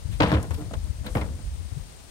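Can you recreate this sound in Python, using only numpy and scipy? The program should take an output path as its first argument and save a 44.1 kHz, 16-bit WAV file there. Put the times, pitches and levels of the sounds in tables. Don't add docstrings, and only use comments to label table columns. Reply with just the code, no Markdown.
import sys
import numpy as np
from scipy import signal
from scipy.fft import rfft, irfft
from scipy.io import wavfile
from scipy.ndimage import uniform_filter1d

SR = 44100
rng = np.random.default_rng(int(sys.argv[2]) if len(sys.argv) > 2 else 0)


def output_pcm(signal):
    pcm = np.clip(np.atleast_2d(signal).T, -1, 1) * 32767
    wavfile.write(sys.argv[1], SR, np.round(pcm).astype(np.int16))


def decibels_to_gain(level_db):
    exponent = np.asarray(level_db, float) / 20
    return 10 ** exponent


N = 92610
HALF_SIDE = np.array([[.5], [-.5]])
RIGHT_ONLY = np.array([[0], [1]])


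def evened(x):
    return x / np.sqrt(np.mean(x ** 2) + 1e-20)


def read(points, hz):
    point_hz, value = np.transpose(points)
    return np.interp(np.log(hz + 1), np.log(point_hz + 1), value)


def coloured(x, gain):
    hz = np.fft.rfftfreq(x.shape[-1], 1 / SR)
    return irfft(rfft(x) * gain(hz), x.shape[-1])


def slow(hz, shape=N):
    return evened(coloured(rng.standard_normal(shape), lambda f: 1 / (1 + (f / hz) ** 2)))


def steadied(x, window_s):
    power = uniform_filter1d(x ** 2, size=max(int(window_s * SR), 3))
    return x / np.sqrt(power + 1e-20)


def burst(start_s, rise_s, fade_s):
    t = np.maximum(np.arange(N) / SR - start_s, 0)
    rise_s = max(rise_s, 1e-4)
    fall = decibels_to_gain(-60 * np.maximum(t - rise_s, 0) / max(fade_s, 1e-3))
    return np.minimum(t / rise_s, 1) * fall


def swirl(centre_s, half_s, hz, turn, lead=1):
    t = np.arange(N) / SR - centre_s
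    width_s = np.where(t < 0, lead * half_s, (2 - lead) * half_s)
    return np.exp(-.5 * (t / width_s) ** 2) * np.cos(2 * np.pi * hz * t + turn)


def slaps(per_s, spread_db):
    shape = (2, N)
    happens = rng.random(shape) < per_s / SR
    size = decibels_to_gain(spread_db * np.minimum(rng.exponential(1, shape), 4))
    near, far = evened(rng.standard_normal(shape) * happens * size)

    def unlike(f):
        return f / np.hypot(f, 845)

    def alike(f):
        return np.sqrt(1 - unlike(f) ** 2)
    return np.array([near, coloured(near, alike) + coloured(far, unlike)])


def strokes():
    # start_s, peak_db, rise_s, fade_s (to fall 60 dB), tilt_db (per octave)
    wing_strokes = [(0.202, -6, 0.0023, 0.11, 2.74), (0.22, -8, 0.00092, 0.12, 3),
                    (0.23, -10, 0.0033, 0.24, 2.7), (0.258, -19.5, 0.0047, 0.58, 3.5),
                    (0.296, -23, 0.0031, 0.19, 4), (.317, -8, 0.0008, 0.14, 1.5),
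                    (0.334, -14, 0.006, 0.27, 2.5), (0.362, -23.5, 0.0063, 0.068, -5),
                    (0.377, -29, 0.0071, 0.061, 1), (.42, -26.5, 0.021, 0.14, -0.5),
                    (.507, -25, 0.0023, 0.18, 3), (0.562, -33, 0.052, 0.27, -2),
                    (0.71, -27.5, 0.0014, 0.081, -1), (0.734, -25, 0.0039, 0.1, 1.5),
                    (0.841, -41, 0.033, 0.059, -2), (1.027, -31, 0.041, 0.19, 0.9),
                    (1.063, -26, 0.0025, 0.18, 4.65), (1.152, -11, 0.00022, 0.079, -0.3),
                    (1.166, -20.5, 0.0045, 0.41, 0.8), (1.211, -20, 0.0028, 0.11, 2.5),
                    (1.28, -39, 0.0077, 0.083, 2), (1.388, -38.5, 0.0032, 0.22, -2.5),
                    (1.717, -36.5, .003, 0.039, 0.5)]
    # pitch_hz, level_db (per Hz)
    stroke_colour = [(29, -70), (50, -3), (176, 1), (394, -12.5), (484, -10.5), (1330, -14.5),
                     (1560, -17.5), (3560, -27), (12000, -62.5), (15600, -63), (22000, -120)]
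    # pitch_hz, width_hz, level_db
    body_modes = [(304, 13, 8), (483, 62, -0.5), (601, 85, -3.5), (1023, 49, -10)]
    body_db, stroke_db, low_db = 0.5, -7.5, -3
    clump_db, clump_hz, steady_s = 2.2, 70, 0.0173
    crack_db, crack_fade_s = -4.5, 0.0064
    bass_linger, bass_lag_s = 0.35, 0.0091

    def colour(f):
        ringing = sum(decibels_to_gain(db) / (1 + 2j * (f - hz) / width) for hz, width, db in body_modes)
        return decibels_to_gain(read(stroke_colour, f)) * (1 + decibels_to_gain(body_db) * ringing)

    rush = evened(coloured(slaps(per_s=9000, spread_db=2), colour))
    out = np.zeros((2, N))
    for octave in range(-4, 5):

        def octave_gain(f):
            distance = np.log2(f / 700 + 1e-9) - octave
            return np.cos(np.pi / 2 * np.clip(distance, -1, 1)) ** 2

        band = coloured(rush, octave_gain)
        clumps = decibels_to_gain(clump_db * slow(clump_hz))
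        band = steadied(band, steady_s * 2. ** max(-octave, 0)) * band.std() * clumps
        power = 0
        for start_s, db, rise_s, fade_s, tilt in wing_strokes:
            swell_s = rise_s + bass_lag_s * max(-octave - 1, 0)
            body = burst(start_s, swell_s, fade_s * 2 ** (-bass_linger * octave))
            crack = decibels_to_gain(crack_db) * burst(start_s, swell_s, crack_fade_s)
            level = decibels_to_gain(db + tilt * max(octave, -2.6))
            power = power + level ** 2 * (body ** 2 + crack ** 2)
        out += band * np.sqrt(power) * decibels_to_gain(low_db * (octave < -1))
    return decibels_to_gain(stroke_db) * out


def swishes():
    # start_s, peak_db, rise_s, fade_s (to fall 60 dB), pitch_hz
    vane_swishes = [(.01, -65, 0.26, 3.0, 12100), (.105, -48.5, 0.027, 0.22, 2780),
                    (.105, -54.5, 0.029, 0.18, 8900), (0.204, -48, 0.0011, .03, 9050),
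                    (.221, -45, .001, 0.038, 11000), (0.28, -47, .002, 0.034, 9000),
                    (0.316, -52, 0.0017, 0.11, 11000), (.427, -35.5, 0.003, 0.014, 9100),
                    (0.506, -46, 0.0017, 0.061, 8600), (0.536, -46, 0.0065, 0.062, 10200),
                    (.57, -57, 0.017, 0.2, 12000), (.735, -52.5, .002, 0.04, 9500),
                    (.856, -53, 0.002, 0.02, 9000), (1.063, -41.5, 0.00089, 0.03, 11400),
                    (1.077, -59, .001, .01, 7000), (1.095, -50.5, .015, 0.34, 7900),
                    (1.15, -42, .002, 0.025, 11900), (1.158, -50, 0.0016, 0.26, 11300),
                    (0.738, -38.5, 0.0017, 0.032, 2600), (.542, -44, .004, .04, 3640),
                    (0.734, -48, 0.0017, 0.028, 5500), (1.078, -51, 0.00093, .015, 14500)]
    # start_s, peak_db, fade_s (to fall 60 dB), pitch_hz
    quill_taps = [
        (1.067, -36, .03, 4000),
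        (1.1525, -28, .025, 2100),
        (1.173, -46, .015, 5000),
        (1.214, -35, .06, 2200),
    ]
    fizz = slaps(per_s=12000, spread_db=2.5)

    def band(hz, share):
        narrow = coloured(fizz, lambda f: 1 / (1 + ((f - hz) / (share * hz)) ** 4))
        return steadied(narrow, .006)

    out = np.zeros((2, N))
    for start_s, db, rise_s, fade_s, hz in vane_swishes:
        out += decibels_to_gain(db) * burst(start_s, rise_s, fade_s) * band(hz, share=.5)
    for start_s, db, fade_s, hz in quill_taps:
        out += decibels_to_gain(db) * burst(start_s, .001, fade_s) * band(hz, share=.1)
    return out


def rings():
    # peak_s (the actual peak comes 0.65 half-lengths sooner), peak_db, half_length_s, pitch_hz
    blows = [(0.207, -24, 0.00547, 623), (.213, -21.5, 0.0088, 492), (.214, -22, 0.0075, 907),
             (.217, -20, 0.01, 307), (.227, -27, 0.0036, 243), (.230, -27, 0.0049, 613),
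             (.239, -24, 0.0055, 494), (.275, -22, 0.0035, 196), (.321, -27, 0.0038, 594),
             (.338, -28.5, 0.00503, 460), (.341, -25.5, 0.01885, 316.3), (.516, -48, 0.0071, 1095),
             (.59, -39, 0.011, 450), (.605, -39, 0.021, 300), (.61, -45, .018, 702),
             (0.717, -40, 0.0058, 657), (.742, -39.5, 0.0064, 1074), (.75, -44, 0.012, 657),
             (1.068, -36, 0.012, 210), (1.085, -42, 0.028, 504), (1.155, -27, 0.0022, 510),
             (1.163, -24.5, 0.0047, 235), (1.170, -28, 0.0044, 845), (1.174, -32.5, 0.0076, 503),
             (1.79, -41.5, 0.018, 141)]
    lead = .35
    apart_hz = 1200
    out = np.zeros((2, N))
    for peak_s, db, half_s, hz in blows:
        turn = 2 * np.pi * rng.random() - RIGHT_ONLY * hz / apart_hz
        out += decibels_to_gain(db) * swirl(peak_s - (1 - lead) * half_s, half_s, hz, turn, lead)
    return out


def ports(x):
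    # pitch_hz, difference_db
    shadow = [(60, -2), (110, -1), (200, 0), (380, 2), (700, 5.5), (1290, 4), (2380, 4.5), (4400, 4.5),
              (8120, 8.5), (15000, 1.5)]
    right_lag_s = 0.00018

    def path(f):
        delay = np.exp(-2j * np.pi * f * RIGHT_ONLY * right_lag_s)
        return decibels_to_gain(HALF_SIDE * read(shadow, f)) * delay
    return coloured(x, path)


def buffeting():
    # time_s, level_db, left_minus_right_db
    breeze = [(0, -41, 5), (.15, -33.5, 14.5), (.45, -35.5, 3.5), (.62, -34.5, 1.5), (.8, -38.5, 10.5),
              (.96, -35.5, 4), (1.07, -37, 2), (1.27, -31.5, 7.5), (1.42, -43, 4), (1.6, -38, 8),
              (1.7, -44, 5.5), (1.81, -37, 18), (1.88, -45, 0), (2.1, -50, 7)]
    # peak_s, peak_db, half_length_s, turning_hz, left_minus_right_db
    gusts = [(0.059, -26.5, 0.0038, 75, 23.5), (0.101, -36.5, 0.015, 98.5, 28),
             (0.151, -31.4, 0.019, 70.7, 6.5), (0.215, -23, 0.0096, 140, -1), (0.222, -31, 0.017, 63, -20),
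             (0.231, -21, 0.017, 105.3, -1), (0.236, -23.4, 0.017, 178, 2), (0.26, -24.5, 0.0095, 146, 3),
             (0.297, -29.5, 0.015, 181, 4), (0.31, -29, 0.017, 79, -3), (0.33, -22.5, 0.011, 136, 2),
             (0.357, -24.5, 0.02, 106, 1), (0.365, -33, 0.012, 176, 0.6), (0.368, -32, 0.024, 62, 2),
             (0.372, -19, 0.021, 79.5, 0), (0.398, -33, 0.039, 121.5, -3), (0.517, -25.5, 0.0073, 84, 22.5),
             (0.557, -27.5, 0.015, 78.6, 13.7), (0.669, -30.5, 0.011, 95.5, 10),
             (0.747, -31.5, 0.027, 53, -5), (0.78, -26, 0.0077, 74, 17.4), (0.81, -27, 0.016, 49.7, 6),
             (0.85, -30, 0.012, 67.4, 21.5), (0.881, -32, 0.0035, 73, 17.5), (0.907, -27.5, 0.0063, 67, 27),
             (1.012, -32, 0.01, 67.4, 20.5), (1.121, -26, 0.0093, 55.4, 6), (1.163, -29, 0.0053, 56, 5),
             (1.164, -27, 0.0055, 126, 2), (1.22, -28, 0.025, 73.6, 1.9), (1.315, -23.5, 0.0093, 74, -1),
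             (1.353, -29, 0.012, 81, 4), (1.445, -34, 0.0063, 71.4, -21.5),
             (1.479, -25.5, 0.017, 49.5, -10.5), (1.524, -33, 0.018, 73, -11),
             (1.539, -34.5, 0.015, 58.3, 18), (1.616, -38.8, 0.019, 82.5, 27), (1.656, -34, 0.018, 72, 19),
             (1.726, -28, 0.0049, 82, 17.5), (1.775, -41.5, 0.007, 134, 35)]
    # pitch_hz, level_db (per Hz)
    air_colour = [(8.8, -40), (15, -6), (43, -2), (70, -1), (162, -13), (234, -27.5), (282, -30.5),
                  (414, -33.5), (600, -28), (780, -70), (1320, -120)]
    ripple_db, ripple_ratio = -20, 3.1
    apart_per_db = -0.08

    def colour(f):
        return decibels_to_gain(read(air_colour, f) - 12.6 * np.log2(np.maximum(f / 300, 1)))

    t = np.arange(N) / SR
    time_s, level_db, pan_db = np.transpose(breeze)
    air = steadied(coloured(rng.standard_normal((2, N)), colour), 0.0362)
    out = decibels_to_gain(np.interp(t, time_s, level_db) + HALF_SIDE * np.interp(t, time_s, pan_db)) * air
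    for peak_s, db, half_s, hz, pan in gusts:
        a, b = rng.uniform(-0.93, 1, 2)
        turn = np.pi * a + HALF_SIDE * np.sign(b) * apart_per_db * abs(pan)
        eddy = swirl(peak_s, half_s, hz, turn)
        ripple = decibels_to_gain(ripple_db) * swirl(peak_s, half_s / 2, ripple_ratio * hz, np.pi * b + turn)
        out += decibels_to_gain(db + HALF_SIDE * pan) * (eddy + ripple)
    return out


def insects():
    centre_hz, width_hz, level_db, pan_db = 8680, 770, -62.5, 9
    throb_db, throb_hz = 3, 40
    noise = rng.standard_normal((2, N))
    band = evened(coloured(noise, lambda f: 1 / (1 + (2 * (f - centre_hz) / width_hz) ** 4)))
    return decibels_to_gain(level_db + HALF_SIDE * pan_db + throb_db * slow(throb_hz)) * band


def yard_hiss():
    # pitch_hz, level_db (per Hz)
    hiss_colour = [(120, -27), (200, 1), (594, -1.5), (651, -2.5), (1360, -8.5), (1790, -9.5), (8600, -13),
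                   (15000, -30), (16400, -19)]
    # pitch_hz, difference_db
    hiss_side = [(60, 2.5), (110, 25), (200, 12), (380, -1), (700, 3.0), (1290, 3.5), (2380, 5),
                 (4400, 10.5), (8120, 9), (15000, 18)]
    same, lag_s, patch_db, level_db = 0.11, 0.00045, 0.5, -49.5

    def colour(f):
        low_cut = f ** 2 / (f ** 2 + 150 ** 2)
        return decibels_to_gain(read(hiss_colour, f) + HALF_SIDE * read(hiss_side, f)) * low_cut

    left, other = rng.standard_normal((2, N))
    late = coloured(left, lambda f: np.exp(-2j * np.pi * f * lag_s))
    right = same * late + np.sqrt(1 - same ** 2) * other
    pair = np.array([left, right]) * decibels_to_gain(patch_db * slow(hz=40))
    return decibels_to_gain(level_db) * evened(coloured(pair, colour))


def scene():
    hen = ports(strokes() + swishes() + rings())
    return hen + buffeting() + insects() + yard_hiss()


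def top_cut(x):
    return signal.sosfilt(signal.butter(12, 15870, fs=SR, output="sos"), x)


def record(dry):
    low_cut_hz, ceiling, top_hz = 36, .8, 15850
    x = coloured(dry, lambda f: 1 / np.sqrt(1 + (low_cut_hz / (f + 1)) ** 6))
    x = ceiling * np.tanh(x / ceiling)
    band_limit = signal.firwin(511, top_hz, window=("kaiser", 9), fs=SR)
    x = signal.oaconvolve(x, band_limit[None], "same")
    return top_cut(x)


dry = scene()
out = record(dry)
output_pcm(out)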